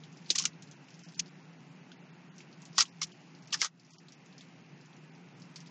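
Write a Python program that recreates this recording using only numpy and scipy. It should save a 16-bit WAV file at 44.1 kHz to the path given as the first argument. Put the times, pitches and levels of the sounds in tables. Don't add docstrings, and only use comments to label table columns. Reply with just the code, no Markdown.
import sys
import numpy as np
from scipy import signal
from scipy.fft import rfft, irfft
from scipy.io import wavfile
from scipy.ndimage import uniform_filter1d

SR = 44100
rng = np.random.default_rng(int(sys.argv[2]) if len(sys.argv) > 2 else 0)


def invert_db(x):
    u = np.asarray(x, float) / 20
    return 10 ** u


def dump_mix(stems):
    frames = np.atleast_2d(stems).T
    limited = np.clip(frames, -1, 1)
    pcm = np.round(limited * 32767).astype(np.int16)
    wavfile.write(sys.argv[1], SR, pcm)


N = 251622

# start_s, level_db, pitch_hz
SNAPS = [(.3033, -9, 4030), (.3076, -18, 6030), (.3564, -19, 6400), (.358, -17, 6440), (.3819, -22, 4650),
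         (.3859, -12, 6500), (.3935, -19, 6850), (.3973, -16, 5880), (.4234, -22, 6270), (.439, -27, 5400),
         (.4541, -11, 6570), (.4591, -19, 6160), (1.194, -22, 5730), (1.1968, -23, 6200),
         (2.7817, -11, 5320), (2.7837, -14, 6930), (2.7887, -10, 5510), (2.8004, -15, 5080),
         (2.8043, -10, 5560), (2.8085, -9, 5210), (2.8172, -17, 5020), (2.8252, -18, 6500),
         (3.0185, -23, 5770), (3.0308, -20, 5750), (3.5307, -21, 3250), (3.5362, -17, 5640),
         (3.5424, -16, 5230), (3.6167, -11, 5560), (3.6213, -20, 5360), (3.6465, -18, 6290)]
# start_s, crinkle_db, crinkle_t60_s, flex_db
BURSTS = [(0.305, -23.5, .07, -63), (.357, -26.5, 0.0612, -44), (0.3822, -28.5, .17, -46),
          (.4398, -43, 0.088, -45), (0.454, -28, .07, -45), (1.1947, -28, .15, -57),
          (1.203, -31, .016, -65), (2.781, -21, .14, -29), (2.805, -20, .11, -33), (2.826, -33, .05, -42),
          (3.016, -31, .12, -41), (3.0311, -31, .09, -50), (3.046, -43, .04, -57), (3.5265, -30, .2, -42),
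          (3.543, -27, 0.055, -33), (3.5725, -47, .07, -55), (3.61, -33, 0.063, -53),
          (3.6172, -28, .2, -35), (3.647, -33, .13, -36), (3.664, -40, .055, -44), (5.56, -44, .09, -70)]
# time_s, level_db
SLIDING = [(0, -68.5), (.13, -71.5), (.3, -65.5), (.55, -75), (.95, -69.5), (1.06, -66), (1.27, -71),
           (2.14, -78), (2.43, -74.5), (2.71, -70), (3.33, -70.5), (3.52, -74), (3.63, -91), (3.92, -67),
           (3.98, -77), (4.35, -71.5), (5.22, -75.5), (5.5, -71.5)]
# freq_hz, level_db
FILM = [(900, -43), (1800, -15), (2400, -5.5), (3300, -2), (3700, -4), (4900, -0.5), (5500, -1),
        (7100, -4.5), (8000, -13), (8800, -20), (11000, -28)]


def evened(x):
    return x / np.sqrt(np.mean(x ** 2) + 1e-20)


def read(points, hz):
    f, value = np.transpose(points)
    return np.interp(np.log(hz + 1), np.log(f + 1), value)


def curve(rows):
    return np.interp(np.arange(N) / SR, *np.transpose(rows))


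def add(mix, s, sound):
    part = mix[round(s * SR):][:len(sound)]
    part += sound[:len(part)]


def resonate(x, hz, width):
    turn = np.exp(2j * np.pi * np.cumsum(hz * np.ones(len(x))) / SR)
    r = np.exp(-np.pi * width / SR)
    return 2 * (turn * signal.lfilter([1 - r], [1, -r], x / turn)).real


def causal(points):
    log_gain = np.log(invert_db(read(points, abs(np.fft.fftfreq(4096, 1 / SR)))))
    return np.fft.ifft(np.exp(np.conj(signal.hilbert(log_gain)))).real[:1024]


def slips(per_s, spread_db):
    size = invert_db(spread_db * np.minimum(rng.exponential(1, N), 4))
    return evened(size * rng.standard_normal(N) * (rng.random(N) < per_s / SR))


def dying(rows, swells=()):
    level_db = np.full(N, -120.)
    t = np.arange(SR // 4) / SR
    for s, db, t60 in rows:
        part = level_db[round(s * SR):][:len(t)]
        part[:] = (db - 60 * t / t60)[:len(part)]
    for s, db, rise in swells:
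        part = level_db[round(s * SR) - len(t):round(s * SR)]
        part[:] = np.maximum(part, db - 60 * t[::-1] / rise)
    return uniform_filter1d(invert_db(level_db), size=30)


def gain_db(t, step_s=.033, recover_s=.24, open_db=1):
    # start_s, step_db
    ducks = [
        (2.78, -3.5),
        (3.611, -15),
    ]
    total = open_db
    for s, db in ducks:
        fall = np.clip((t - s) / step_s, 0, 1)
        total = total + db * fall * np.exp(-np.maximum(t - s - step_s, 0) / recover_s)
    return total


def room(air_db=-55.45, patchy_db=.9, waver_hz=7):
    # freq_hz, level_db (per Hz)
    air_spectrum = [(40, -36), (104, -38), (118, -14), (161, 5), (186, -5), (204, -8), (266, -10),
                    (565, -21.5), (853, -18.5), (1150, -23.5), (2650, -22), (3300, -32), (6900, -38),
                    (9000, -41.5)]
    # freq_hz, level_db
    motor_tones = [(120, -76.5), (177, -65.5), (254, -72.5), (276, -72), (355, -74.5)]
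    a, b, patches = rng.standard_normal((N // 256 + 5, 513, 3)).T
    patches = uniform_filter1d(patches, size=9, axis=0)
    patches = evened(uniform_filter1d(patches, size=12, axis=1))
    white = signal.istft((a + 1j * b) * invert_db(patchy_db * patches), nperseg=1024, noverlap=768)[1][:N]
    air = irfft(rfft(white) * invert_db(read(air_spectrum, np.fft.rfftfreq(N, 1 / SR))), N)
    sound = invert_db(air_db) * evened(air)
    for hz, db in motor_tones:
        tone = resonate(rng.standard_normal(N), hz, waver_hz)
        sound += invert_db(db) * evened(resonate(tone, hz, 3 * waver_hz))
    return sound


def knocks(thump_hz=59.9, thump_t60=.11):
    # start_s, level_db, pitch_hz, t60_s
    desk_knocks = [(0.305, -33, 502, 0.026), (.305, -34, 330, 0.045), (.352, -36, 1900, 0.04),
                   (.358, -36.5, 1130, 0.025), (.402, -42, 1087, 0.052), (.437, -47, 3000, .04),
                   (.454, -20, 2870, 0.019), (.454, -36.5, 1416, 0.047), (1.193, -36.5, 2020, 0.022),
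                   (1.917, -48, 1500, 0.026), (2.782, -18.5, 1120, 0.025), (2.782, -24, 880, 0.028),
                   (2.807, -21.5, 1364, .03), (2.817, -29, 2370, 0.013), (2.833, -42, 1103, 0.038),
                   (2.786, -31, 2900, .04), (3.017, -34.5, 1190, 0.03), (3.017, -34, 2150, .04),
                   (3.645, -36, 1200, .05), (.439, -44, 1400, .03), (3.529, -27.5, 3300, 0.033),
                   (3.541, -28, 1763, 0.035), (3.616, -19, 2115, 0.02), (3.617, -34, 500, 0.015),
                   (3.626, -32.5, 1640, 0.053)]
    # start_s, level_db
    thumps = [
        (.035, -62),
        (.3, -64),
        (.453, -54),
        (1.195, -54),
        (3.02, -55),
        (3.54, -64.5),
    ]
    out, t = np.zeros(N), np.arange(8000) / SR
    for s, db, hz, t60 in list(desk_knocks) + [(s, db, thump_hz, thump_t60) for s, db in thumps]:
        soft_start = 1 - np.exp(-t * hz)
        add(out, s, invert_db(db - 60 * t / t60) * np.sin(2 * np.pi * hz * t) * soft_start)
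    return out


def rustle():
    return invert_db(curve(SLIDING)) * evened(signal.oaconvolve(slips(6100, 4.9), causal(FILM))[:N])


def flex(all_db=-3, linger=1.25):
    # freq_hz, width_hz, level_db
    bending = [(970, 86, -7.5), (1265, 420, 4.5), (1500, 1200, -6.5), (1900, 75, 8)]
    shake = slips(6000, 1.5)
    modes = sum(invert_db(db) * resonate(resonate(shake, hz, 2 * w), hz, w) for hz, w, db in bending)
    level = dying([(s, db, linger * t60) for s, _, t60, db in BURSTS])
    return invert_db(all_db) * level * evened(modes)


def crinkle(faint, ring_db=-3.5, ring_width_hz=900, all_db=-.4):
    # release_s, level_db, rise_s (for 60 dB)
    strains = [
        (.301, -47, .08),
        (.356, -30, .018),
        (.453, -38, .012),
        (1.1935, -32, .006),
        (2.777, -44, .1),
        (2.78, -30, .015),
        (3.016, -34, .005),
        (3.527, -31, .012),
        (3.609, -38, .07),
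    ]
    levels = [dying([row[:3] for row in BURSTS], strains)]
    for rows, trail_db, trail_t60 in (SNAPS, -12, .04), (faint, -10, .1):
        levels.append(dying(sorted((s + .0008, db + trail_db, trail_t60) for s, db, _ in rows)))
    level = np.max(levels, axis=0)
    s, _, hz = np.transpose(sorted(map(tuple, list(SNAPS) + faint)))
    latest = np.searchsorted(s, np.arange(N) / SR + .002) - 1
    crease_hz = hz[np.clip(latest, 0, None)]
    grit = evened(signal.oaconvolve(slips(10000, 2), causal(FILM))[:N])
    grit = grit + invert_db(ring_db) * evened(resonate(grit, crease_hz, ring_width_hz))
    steady = grit / np.sqrt(uniform_filter1d(grit ** 2, size=90))
    return invert_db(all_db) * level * steady


def chance_snaps(count=3, after_db=4.5, after_span=.38, stray_db=20, low_hz=3500, high_hz=6900):
    stray_s = np.array([.1269, .2617, .5333, .6741, .9054, .9418, .9931, 1.0873, 1.1458, 1.28, 2.3616,
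                        2.8823, 3.0698, 3.3502, 3.4243, 3.935, 4.2614, 4.3265, 4.8121, 4.8588, 4.9315,
                        4.9658, 5.1516, 5.3998, 5.6608])
    late, pitch = rng.random((len(BURSTS), count, 2)).T
    s, db, t60, _ = np.transpose(BURSTS)
    span = np.minimum(after_span, np.diff(s, append=N / SR) / t60)
    share = span * (np.arange(count)[:, None] + .2 + .8 * late) / count
    after = s + share * t60, db - 60 * share + after_db, np.interp(pitch, (0, 1), (low_hz, high_hz))
    level_db = np.interp(stray_s, *np.transpose(SLIDING)) + stray_db
    stray = stray_s, level_db, np.interp(rng.random(len(stray_s)), (0, 1), (low_hz, high_hz))
    return np.reshape(after, (3, -1)).T.tolist(), np.transpose(stray).tolist()


def snaps(loud, faint, spread_turns=1.4, edge_db=-5, loud_db=1.2, faint_db=4):
    out = np.zeros(N)
    edge = np.roll(causal(FILM)[:200], 30)
    edge = invert_db(edge_db) * edge / abs(edge).max()
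    t = (np.arange(200) - 40) / SR
    for rows, extra_db in (loud, loud_db), (faint, faint_db):
        for s, db, hz in rows:
            width = spread_turns / hz * np.where(t < 0, 1, 1.5)
            snap = np.exp(-(t / width) ** 2) * np.sin(2 * np.pi * hz * t) - edge
            snap /= abs(signal.hilbert(snap)).max()
            add(out, s - 44 / SR, invert_db(db + extra_db) * snap)
    return out


def scene():
    # start_s, level_db, pitch_hz
    ticks = [(.0369, -44, 3490), (.172, -48, 5270), (.6236, -42, 6730), (.7131, -44, 6430),
             (.885, -50.5, 2588), (1.0363, -46.5, 5580), (1.9177, -45, 3210), (1.2602, -50, 4410),
             (2.3821, -44, 5940), (2.4054, -44, 2430), (2.5282, -49.5, 4530), (2.6197, -46, 6680),
             (2.6538, -43, 6860), (2.7307, -49, 5150), (2.8547, -41, 3040), (3.907, -51, 6350),
             (3.12, -48, 2990), (3.4741, -46, 5740), (3.5065, -47, 4330), (3.7976, -52, 5054),
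             (3.8487, -53.5, 5380), (3.9843, -48, 5320), (4.0847, -47, 3850), (4.1223, -45, 5770),
             (4.3809, -44, 5240), (4.4093, -44, 3584), (5.4204, -46.5, 4860), (5.5592, -40, 4820),
             (5.6045, -44, 5770), (5.6726, -48, 4780)]
    after, stray = chance_snaps()
    loud, faint = list(SNAPS) + after, list(ticks) + stray
    background = invert_db(gain_db(np.arange(N) / SR)) * room()
    sheet = rustle() + flex() + crinkle(faint) + snaps(loud, faint)
    mid = background + knocks() + sheet
    return np.array([mid, mid])


def camera_processing(x, keep_db=-8, top_db=-4, starve_db=9.5, loud_db=-57, grit_db=-21):
    # start_s, length_s
    starved = [(.75, .027), (1.03, .045), (1.14, .025), (1.29, .02), (2.88, .04), (3.12, .025), (3.46, .02),
               (3.9, .05), (3.97, .025), (4.39, .045), (4.85, .022), (5.1, .02), (5.59, .027)]
    hz, t, z = signal.stft(x, SR, "cosine", nperseg=1024)
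    top = (hz > 6900)[:, None]
    block = np.arange(len(t)) // 2 * 2
    band = np.round(9 * np.log(1 + hz / 700)).astype(int)
    member = band == np.arange(band.max() + 1)[:, None]
    power = uniform_filter1d(abs(z) ** 2, size=2, axis=1, origin=-1)[:, block] + 1e-20
    wide_db = 10 * np.log10(member @ power / member.sum(1)[:, None])[band]
    fine_db = 10 * np.log10(abs(uniform_filter1d(power, size=9, axis=0)) + 1e-20)
    usual_db = np.median(wide_db, axis=1)[:, None] + gain_db(t)
    short_db = np.zeros(z.shape)
    for s, length in starved:
        goes_short = uniform_filter1d(rng.standard_normal(len(hz)), size=4)[band] > 0
        short_db += starve_db * np.outer(goes_short, (t > s) & (t < s + length))
    band_bar_db = usual_db + keep_db + short_db + 2.6 * rng.standard_normal(z.shape)[band][:, block]
    top_bar_db = usual_db[top.argmax() - 9] + top_db + 3.8 * rng.standard_normal(len(t))[block]
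    kept = np.where(top, fine_db > top_bar_db, wide_db > band_bar_db)
    z = z * (kept | (hz < 400)[:, None])
    loud = wide_db[hz > 1000].max(0) > loud_db
    tilt = (1 + 3 * (hz > 7500) + 4 * (hz < 90))[:, None]
    apart = invert_db(grit_db) * loud * tilt * np.sqrt(power) * np.exp(2j * np.pi * rng.random(z.shape))
    mid, side = signal.istft([z, apart], SR, "cosine", nperseg=1024)[1][:, :N]
    return np.array([mid + side, mid - side])


def top_cut(x):
    return signal.sosfilt(signal.butter(12, 9530, fs=SR, output="sos"), x)


def record(dry):
    # freq_hz, level_db
    mic_response = [(100, 0), (6900, 0), (7600, -2.5), (8300, -5), (9150, -9), (9450, -50), (12000, -80)]
    heard = signal.oaconvolve(dry[0], causal(mic_response))[:N]
    heard = signal.sosfilt(signal.butter(2, 45, "high", fs=SR, output="sos"), heard)
    return top_cut(camera_processing(heard))


dry = scene()
out = record(dry)
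dump_mix(out)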